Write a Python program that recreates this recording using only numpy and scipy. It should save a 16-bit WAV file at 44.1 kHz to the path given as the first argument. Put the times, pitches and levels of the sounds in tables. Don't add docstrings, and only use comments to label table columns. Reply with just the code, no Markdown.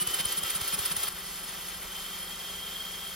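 import sys
import numpy as np
from scipy import signal
from scipy.fft import rfft, irfft
from scipy.io import wavfile
from scipy.ndimage import uniform_filter1d

SR = 44100
rng = np.random.default_rng(int(sys.argv[2]) if len(sys.argv) > 2 else 0)


def put_to_file(sound):
    columns = np.atleast_2d(sound).T
    safe = np.clip(columns, -1, 1)
    whole_steps = np.round(safe * 32767)
    wavfile.write(sys.argv[1], SR, whole_steps.astype(np.int16))


def volts(x):
    e = np.asarray(x, float) / 20
    return 10 ** e


N = 138915
TIME = np.arange(N) / SR
FREQ = np.fft.rfftfreq(N, 1 / SR) + 1e-3

# pitch_hz, level_db
HUM = [(38, -58), (75.5, -63.5)]
# pitch_hz, level_db (per Hz)
HISS_COLOUR = [(25, -24), (55, -8.5), (260, -11.5), (700, -8.5), (2300, -5.5), (6500, -8), (12000, -8),
               (16000, -13.5)]
# pitch_hz, gain_db
EVEN_HISS_TILT = [(60, 5.5), (250, 2.5), (1000, 1.5), (3000, 0.5), (9000, 0.5), (16000, -2)]
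# pitch_hz, width_hz, lift_db
HOUSING_RESONANCES = [(103, 12, -5), (375, 30, 3.5), (510, 45, 1.5), (830, 126, 1), (1237, 195, 4),
                      (1850, 320, 0.5), (3183, 165, 6), (3580, 80, 5.5), (4450, 205, 3), (5240, 150, 5),
                      (5600, 235, -2.5), (8100, 370, 4), (9470, 500, 6.5), (12900, 600, 2)]
# place_cycles (0-1), width_cycles, gain_db
HISS_SWELLS = [(.02, 0.023, 2.5), (.18, 0.055, -3.5), (.31, .02, 1.5), (.7, 0.037, 3)]
# start_s (centre), gain_db, length_s
CLATTER = [(.2, 5, 0.0095), (0.328, 1, 0.0077), (0.458, 2.5, .008), (.735, 2, .01), (0.866, 0.5, .012),
           (0.917, 4, 0.0075), (1.035, 1.5, .012), (1.078, 2.5, 0.0064), (1.49, 2, 0.011)]
# start_s, pitch_hz, t60_s, level_db
FRAME_RINGS = [
    (.005, 365, .25, -43),
    (.035, 368, .2, -43),
    (.19, 360, .15, -45),
    (.53, 60, .12, -47),
    (1.14, 68, .15, -44),
    (1.765, 66, .15, -43),
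    (1.85, 45, .25, -45),
]
COMPRESSIONS = [-0.17, .018, .201, .381, .559, .737, .914, 1.091]
# delay_s (after compression), pitch_hz, t60_s, level_db, glide_share
THUMPS = [
    (-.003, 172, 0.066, -33.5, 0.047),
    (.027, 182, 0.087, -41.5, 0),
    (.058, 125, 0.046, -32, 0.7),
]
# start_s, pitch_hz (gear mesh), level_db
MOTOR = [(0, 2950, -41), (.07, 3040, -43), (.2, 3115, -35.5), (.35, 3160, -41), (.55, 3185, -42),
         (.8, 3185, -46.5), (1.05, 3198, -46.5), (1.2, 3185, -47.5), (1.5, 3188, -46.5), (1.85, 3162, -49),
         (1.97, 3158, -40), (2.15, 3182, -43), (2.3, 3205, -42.5), (2.7, 3200, -38.5), (3.15, 3200, -41.5)]
# pitch_ratio (to the mesh), level_db, wander_hz
PARTIALS = [(.113, -60.5, 4.1), (.125, -60, 6), (.164, -63, 10), (.25, -59, 12.2), (.622, -55.5, 14.5),
            (1.337, -57, 25.1), (1.61, -53, 35), (2, -51, 40.8), (3.86, -52, 40), (4, -51.5, 40.7)]
SPEED_SAGS = [
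    (.11, .05, .055),
    (.36, .025, .03),
    (.75, .03, .02),
]
# place_cycles (0-1), width_cycles, gain_db
WHINE_DIPS = [(.14, 0.068, -5.5), (.92, .06, -4)]
# place_cycles (0-1), width_cycles, gain_db
WHISTLE_BURSTS = [(.965, .033, 20), (.05, .03, 19), (.305, .021, 22), (.5, .025, 13), (.69, .033, 21)]
# pitch_hz, left_lead_rad
PORT_PHASE = [(0, 0), (1500, -.5), (3400, .4), (5000, .5), (6900, -2.0), (8200, -2.6), (8700, -3.14),
              (9500, -3.75), (13200, -6.2), (16500, -6.3)]
# pitch_hz, level_db (against direct)
REFLECTED = [(60, -12), (250, -11), (700, 0), (2400, -8.5), (4000, -6), (7300, 1), (8650, -15), (10300, -6)]
# pitch_hz, left_minus_right_db
PORT_BALANCE = [(30, 1), (130, 3.5), (500, 0.5), (1300, 0.1), (2400, 1), (8000, -.5), (15000, 0)]

DROP_S, DROP_DB, DROP_FADE_S = 1.089, -6, 0.003
STROKE_HZ, STROKE_START_S, STROKE_PHASE_S = 22.63, 1.176, 1.16
STROKE_RING_HZ, STROKE_T60_S, STROKE_DB, STROKE_LOW_DB = 182, 0.12, -47, -57
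STROKE_WOBBLE_SHARE, STROKE_THROB_DB, SPEED_LAG_S = .008, 3.6, .007
HISS_DB = -34
WHINE_WANDER_HZ = 17
SECOND_GEAR_RATIO, SECOND_GEAR_DB, SECOND_GEAR_EVEN_DB = .4145, -51, -54
WHISTLE_WANDER_HZ, WHISTLE_DB, WHISTLE_EVEN_DB, WHISTLE_FADE_DB_S = 40, -48.5, -40, -1.5
ECHO_T60_S = 0.11
TOP_HZ = 15850


def column(table, x, axis=1):
    return np.interp(x, np.array(table)[:, 0], np.array(table)[:, axis])


def colour(table):
    hz, db = np.transpose(table)
    return np.interp(np.log(FREQ), np.log(hz), db)


def unit(x):
    return x / np.sqrt(np.mean(x ** 2))


def bell(x, centre, width):
    return np.exp(-.5 * ((x - centre) / width) ** 2)


def walk(rate_hz, times=TIME):
    steps = uniform_filter1d(np.repeat(rng.standard_normal(1200), 4), 5)
    return 1.2 * np.interp(times * rate_hz * 8, np.arange(4800), steps)


def bumps(cycle, table):
    total = 0
    for place, width, size in table:
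        distance = (cycle - place + .5) % 1 - .5
        total = total + size * bell(distance, 0, width)
    return total


def swept_sine(hz):
    return np.sin(2 * np.pi * np.cumsum(hz) / SR)


def tone(hz, wander_hz, flutter_db, rate_hz=60.):
    wandering = swept_sine(hz + wander_hz * walk(rate_hz))
    return wandering * volts(flutter_db * walk(rate_hz / 2)) * 2 ** .5


def add_ring(out, start, hz, t60, db, glide=0.):
    first = int(start * SR) + 1
    place = slice(first, first + 9000)
    t = TIME[place] - start
    fall = np.where(t < .02, t ** 2 / 0.037, t - .01)
    envelope = volts(db - 60 * t / t60) * (1 - np.exp(-t / .002))
    out[place] += envelope * np.sin(2 * np.pi * hz * (t - glide * fall))


def hum():
    return sum(volts(db + 2.2 * walk(6)) * swept_sine(hz + 1.5 * walk(4)) for hz, db in HUM)


def frame_knocks():
    out = np.zeros(N)
    for knock in FRAME_RINGS:
        add_ring(out, *knock)
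    return out


def fan_hiss(cycle, slow):
    housing_db = sum(lift * bell(FREQ, hz, width) for hz, width, lift in HOUSING_RESONANCES)
    spectrum = rfft(rng.standard_normal((3, N)), axis=1) * volts(colour(HISS_COLOUR) + housing_db)
    even_air = irfft(spectrum * volts(colour(EVEN_HISS_TILT)), N)
    air = slow * irfft(spectrum, N) + (1 - slow) * even_air
    hz, t, cells = signal.stft(air, SR, nperseg=256)
    load_db = np.interp(t, TIME, slow * bumps(cycle, HISS_SWELLS)) + .6 * walk(18, t)
    flicker = np.array([walk(15, t) for _ in range(17)])[np.arange(len(hz)) // 8]
    cells = cells * volts(np.clip(hz / 3000, 0, 1.3)[:, None] * load_db + 0.72 * flicker)
    clatter_db = sum(db * bell(t, start, length) for start, db, length in CLATTER)
    clatter_band = bell(np.log((hz + 1) / 1900), 0, 0.85)
    cells = cells * volts(clatter_band[:, None] * clatter_db)
    return volts(HISS_DB) * unit(signal.istft(cells, SR, nperseg=256)[1][:, :N])


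def compression_thumps():
    out = np.zeros(N)
    for start in COMPRESSIONS[1:-1]:
        for (delay, hz, t60, db, glide), sign in zip(THUMPS, (-1, 1, 1)):
            level = db + 1.2 * rng.standard_normal()
            add_ring(out, start + delay, sign * hz, t60, level, glide)
    return out


def even_strokes():
    out = np.zeros(N)
    for k, (ring_chance, low_chance, time_chance) in enumerate(rng.standard_normal((47, 3))):
        start = STROKE_START_S + (k - 2) / STROKE_HZ + 0.00036 * time_chance
        add_ring(out, start, STROKE_RING_HZ, STROKE_T60_S, STROKE_DB + 0.96 * ring_chance)
        add_ring(out, start, 70, .07, STROKE_LOW_DB + 4 * low_chance)
    return out


def commutator_whistle(dragged, cycle, slow):
    even = 1 - slow
    slow_db = WHISTLE_DB + 3 * np.exp(-TIME / .25) + bumps(cycle, WHISTLE_BURSTS) + 1.2 * walk(8.3)
    even_db = WHISTLE_EVEN_DB + WHISTLE_FADE_DB_S * (TIME - DROP_S)
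    whistle = tone(3 * dragged, WHISTLE_WANDER_HZ * (1 + 1.2 * even), 1.6 + 3 * even, rate_hz=140.)
    return volts(slow * slow_db + even * even_db) * whistle


def gear_whine(mesh, dragged, cycle, slow, stroke):
    even = 1 - slow
    whine_db = column(MOTOR, TIME, axis=2)
    dips_db = slow * bumps(cycle, WHINE_DIPS) + even * STROKE_THROB_DB * stroke
    whine_hz = mesh - 0.199 * slow * (mesh - dragged)
    out = volts(whine_db + dips_db) * tone(whine_hz, WHINE_WANDER_HZ * (0.695 + 0.31 * even), 2.6)
    for ratio, db, wander in PARTIALS:
        out = out + volts(db + slow * dips_db) * tone(mesh * ratio, wander, 3.54, rate_hz=100.)
    out = out + even * volts(whine_db - 6.5) * tone(mesh * .972, 34.9, 3.8, rate_hz=90.)
    slow_gear_db = SECOND_GEAR_DB + 1.2 * bumps(cycle, HISS_SWELLS)
    gear_db = slow * slow_gear_db + even * SECOND_GEAR_EVEN_DB
    return out + volts(gear_db) * tone(mesh * SECOND_GEAR_RATIO, 13.95, 4.2)


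def drill(cycle, slow, stroke):
    speed = column(MOTOR, TIME)
    lagged_stroke = np.roll(stroke, int(SPEED_LAG_S * SR))
    mesh = speed * (1 + (1 - slow) * STROKE_WOBBLE_SHARE * lagged_stroke)
    dragged = speed * (1 - slow * bumps(cycle, SPEED_SAGS))
    return gear_whine(mesh, dragged, cycle, slow, stroke) + commutator_whistle(dragged, cycle, slow)


def two_ports(solid, air):
    tail = rng.standard_normal((2, N)) * volts(-60 * TIME / ECHO_T60_S)
    echo = rfft(tail / np.sqrt(np.sum(tail ** 2, axis=1, keepdims=True)), axis=1)
    solid, air = rfft(solid), rfft(air)
    side = np.array([[.5], [-.5]])
    wet = volts(colour(REFLECTED))
    direct = (solid + air[0]) * np.exp(1j * side * column(PORT_PHASE, FREQ))
    reflected = wet * (volts(-2.5) * solid * echo + air[1:])
    balance = volts(side * colour(PORT_BALANCE)) / np.sqrt(1 + wet ** 2)
    return irfft((direct + reflected) * balance, N, axis=1)


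def scene():
    cycle = np.interp(TIME, COMPRESSIONS, np.arange(len(COMPRESSIONS)))
    slow = np.clip((DROP_S - TIME) / DROP_FADE_S + .5, 0, 1)
    stroke = np.sin(2 * np.pi * STROKE_HZ * (TIME - STROKE_PHASE_S))
    drop = volts(DROP_DB * (1 - slow))
    air = drop * fan_hiss(cycle, slow)
    engine = hum() + frame_knocks() + compression_thumps() + even_strokes()
    return two_ports(engine + drop * drill(cycle, slow, stroke), air)


def band_limit(x):
    return signal.sosfilt(signal.butter(12, 16100, fs=SR, output="sos"), x)


def record(dry):
    mix = irfft(rfft(dry) * (FREQ < TOP_HZ), N)
    return band_limit(mix)


dry = scene()
out = record(dry)
put_to_file(out)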